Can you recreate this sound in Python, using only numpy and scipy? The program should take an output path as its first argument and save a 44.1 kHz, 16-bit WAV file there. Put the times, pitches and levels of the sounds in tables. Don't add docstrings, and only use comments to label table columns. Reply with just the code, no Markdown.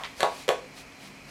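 import sys
import numpy as np
from scipy import signal
from scipy.fft import rfft, irfft
from scipy.io import wavfile

SR = 44100
rng = np.random.default_rng(int(sys.argv[2]) if len(sys.argv) > 2 else 0)


def master(y):
    cut = np.clip(np.atleast_2d(y).T, -1, 1)
    pcm = np.round(cut * 32767)
    wavfile.write(sys.argv[1], SR, pcm.astype(np.int16))


N = 57330

# start_s, thud_db, thud_hz, thud_t60_s,
# click_db, click_cutoff_hz, ping_db, ping_hz, ring_db, room_db
IMPACTS = [(0.0363, -54, 823, 0.0079, -24.5, 3500, -19.5, 3400, -54, 4),
           (.1965, -30, 630, 0.014, -41, 3500, -37, 4400, -42, 6.5),
           (.2058, -17.5, 587, 0.0092, -14, 6100, -46, 4660, -30.5, 0.5),
           (0.2076, -35, 1270, 0.014, -20, 4450, -27, 2360, -37, 1),
           (0.2305, -2, 722, 0.0053, -8.5, 2730, -9, 3410, -7, -0.5),
           (.4803, -20.5, 494, 0.023, -21, 5500, -20.5, 3230, -28, 2.5),
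           (0.4824, -21, 510, 0.043, -30, 5500, -49, 3200, -25, -5.5),
           (0.4901, -7.5, 486, .017, -5.5, 2500, -9.5, 3170, -9, -2.5),
           (0.923, -58, 900, 0.011, -40, 3500, -37.5, 3420, -70.5, -2)]
def door_knocks(t):
    direct, to_room = np.zeros(N), np.zeros(N)
    for s, thud_db, thud_hz, t60, click_db, cutoff_hz, ping_db, ping_hz, ring_db, room_db in IMPACTS:
        click = undb(click_db + 15.5) * contact_click(t, cutoff_hz)
        thud = undb(thud_db) * delay(panel_thud(t, thud_hz, t60), s=.0003)
        blow = delay(click + thud, s)
        catch_ping = undb(ping_db) * delay(mode(t, ping_hz, t60=.0052), s)
        ring = undb(ring_db - 15.5) * delay(wood_ring(t, thud_hz), s)
        direct += blow + catch_ping + ring
        to_room += undb(room_db) * (blow + undb(-8.5) * catch_ping)
    return direct, to_room


def panel_thud(t, hz, t60):
    return mode(t, hz, t60) + undb(-20) * mode(t, 2.65 * hz, t60 / 2)


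# frequency_hz, level_db
CONTACT_SPECTRUM = [(60, 1.5), (300, -4), (1200, 2.5), (2300, 2.5), (3300, 1), (5500, -7), (8000, -7),
                    (11000, -4.5), (16000, -22)]
def contact_click(t, cutoff_hz):
    rolloff_db = 10 * np.log10(1 + (bins() / cutoff_hz) ** 2)
    click = -pulse(along(bins(), CONTACT_SPECTRUM) - rolloff_db)
    grit = undb(-16) * rng.standard_normal(N) * fade(t, t60=.012)
    return click + signal.fftconvolve(click, grit)[:N]


# pitch_hz, level_db, t60_s
WOOD_MODES = [(375, -4, .11), (433, -1.5, .2), (524, -3, .25), (610, -4, .22), (675, 0, .24), (724, 0, .21),
              (817, -4, .27), (878, -7, .23), (966, -1.5, .3), (1022, -6, .22), (1108, 2.5, .26),
              (1242, -4, .23), (1379, -6, .19), (1669, -10, .22)]
def wood_ring(t, thud_hz, width_oct=1.46, rise_s=.0031):
    ring = 0
    for hz, db, t60 in WOOD_MODES:
        coupling = 1 / (1 + (np.log2(hz / thud_hz) / width_oct) ** 2)
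        ring += undb(db) * coupling * mode(t, hz, t60)
    return ring * (1 - np.exp(-t / rise_s))


# frequency_hz, gain_db
RADIATION = [(30, -29), (80, -23), (150, -8.5), (280, -12), (370, -0.5), (600, 0.5), (16000, -2)]
def panel_radiation(x):
    return signal.fftconvolve(x, pulse(along(bins(), RADIATION)))[:N]


# delay_s, gain_db
REFLECTIONS = [(.0052, -10.5), (.0105, -15.5), (.0143, -7.5), (0.0217, -16), (0.053, -21.5)]
def wall_echoes(x, cutoff_hz=2500):
    echoes = sum(undb(db) * delay(x, s) for s, db in REFLECTIONS)
    return signal.sosfilt(signal.butter(1, cutoff_hz, fs=SR, output="sos"), echoes)


# frequency_hz, relative_db, t60_s
ROOM_TAIL = [(100, -4, 0.21), (296, -5, 0.43), (450, -5.5, 0.33), (880, -1.5, 0.36), (1580, .5, 0.33),
             (3100, -1, 0.3), (6500, -1.5, 0.37), (14000, -5, .17)]
def reverberation(x, t, rise_s=.0017, gain_db=1):
    edges = np.r_[0, np.geomspace(90, 17000, 24)]
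    white, tail = rfft(rng.standard_normal(N)), 0
    for lo, hi in zip(edges[:-1], edges[1:]):
        hz = (lo + hi) / 2
        band = irfft(white * ((bins() >= lo) & (bins() < hi)), N)
        envelope = fade(t, along(hz, ROOM_TAIL, column=2)) * (1 - np.exp(-t / rise_s))
        band_share = np.sqrt(2 * (hi - lo) / SR / N)
        tail += unit(band * envelope) * band_share * undb(along(hz, ROOM_TAIL) + gain_db)
    return signal.fftconvolve(x, tail)[:N]


# peak_s, level_db, rise_s, fall_s
STROKES = [(.075, -54.5, 0.02, 0.039), (0.206, -44, .028, 0.011), (0.344, -50, 0.07, 0.033),
           (.415, -47, 0.044, 0.034), (0.789, -46.5, 0.026, 0.028), (1.051, -50, 0.037, 0.038),
           (1.3, -50.5, 0.017, .03)]
# frequency_hz, level_db
STROKE_SPECTRUM = [(200, -8), (700, 4), (1500, -2.5), (3000, 1), (4500, 1), (7000, -5), (11000, -9),
                   (16000, -23)]
def paw_swishes(t):
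    return noise(STROKE_SPECTRUM) * sum(swell(t, *stroke) for stroke in STROKES)


# frequency_hz, level_db
SCUFF_SPECTRUM = [(200, -18), (800, -13), (1400, 2), (2800, 0), (5000, -7), (7000, -22), (16000, -52)]
def paw_scuff(t, grit_db=5.5):
    grit = unit(undb(grit_db * narrow(hz=200, width_hz=240)))
    return noise(SCUFF_SPECTRUM) * grit * swell(t, peak_s=.05, db=-36, rise_s=.005, fall_s=.011)


# frequency_hz, level_db
RUB_SPECTRUM = [(200, -40), (550, -5), (750, -3.5), (1100, 0), (1500, -10.5), (2500, -17.5), (6000, -26),
                (16000, -39)]
def rub(t):
    return noise(RUB_SPECTRUM) * swell(t, peak_s=.012, db=-40, rise_s=.03, fall_s=.026)


def tread(t):
    return narrow(hz=207, width_hz=32) * swell(t, peak_s=1.7, db=-52.5, rise_s=.44, fall_s=3)


# centre_hz, width_hz, level_db
APPLIANCE_BANDS = [(2275, 320, -61), (2462, 230, -59), (200, 17, -64.5), (4080, 17, -68),
                   (52.8, 5.5, -68.5)]
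def appliance_whirr():
    return sum(undb(db) * narrow(hz, width_hz) for hz, width_hz, db in APPLIANCE_BANDS)


# pitch_hz, level_db
HUM_TONES = [(146, -62.5), (269.3, -58)]
def hum(t, waver=.31):
    total = 0
    for hz, db in HUM_TONES:
        tone = np.sin(2 * np.pi * (hz * t + rng.random()))
        total += undb(db) * unit(tone + waver * narrow(hz, width_hz=26))
    return total


# frequency_hz, relative_db
AIR_SPECTRUM = [(15, -44), (25, -7.5), (256, -5.5), (326, -6), (641, -8.5), (714, -6.5), (796, -12),
                (1020, -10), (1520, -13), (2220, -8.5), (2840, -15.5), (3160, -15.5), (3820, -23),
                (4140, -17), (5570, -19), (14800, -36), (16000, -48)]
def room_air(level_db=-49.5):
    return undb(level_db) * noise(AIR_SPECTRUM)


def undb(db):
    return 10 ** (np.asarray(db) / 20)


def unit(x):
    return x / np.sqrt(np.mean(x ** 2))


def along(hz, table, column=1):
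    table = np.array(table, float)
    return np.interp(np.log(np.maximum(hz, 1)), np.log(table[:, 0]), table[:, column])


def bins():
    return np.arange(N // 2 + 1) * SR / N


def noise(spectrum):
    return unit(irfft(rfft(rng.standard_normal(N)) * undb(along(bins(), spectrum)), N))


def narrow(hz, width_hz):
    return unit(irfft(rfft(rng.standard_normal(N)) / (1 + (2 * (bins() - hz) / width_hz) ** 2), N))


def pulse(db):
    cepstrum = irfft(np.log(undb(db)), N)
    return irfft(np.exp(rfft(np.r_[cepstrum[0], 2 * cepstrum[1:N // 2]], N)), N)


def delay(x, s):
    return np.r_[np.zeros(int(s * SR)), x][:N]


def fade(t, t60):
    return np.exp(-np.log(1000) * t / t60)


def mode(t, hz, t60):
    return np.sin(2 * np.pi * hz * t) * fade(t, t60)


def swell(t, peak_s, db, rise_s, fall_s):
    return undb(db) * np.exp(-.5 * ((t - peak_s) / np.where(t < peak_s, rise_s, fall_s)) ** 2)


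def scene():
    t = np.arange(N) / SR
    direct, to_room = door_knocks(t)
    door = panel_radiation(direct + wall_echoes(to_room) + reverberation(to_room, t))
    cat = paw_swishes(t) + paw_scuff(t) + rub(t) + tread(t)
    background = appliance_whirr() + hum(t) + room_air()
    return (door + cat + background)[None]


def record(dry, cutoff_hz=15900):
    return signal.sosfilt(signal.ellip(8, .2, 70, cutoff_hz, fs=SR, output="sos"), dry)


dry = scene()
out = record(dry)
master(out)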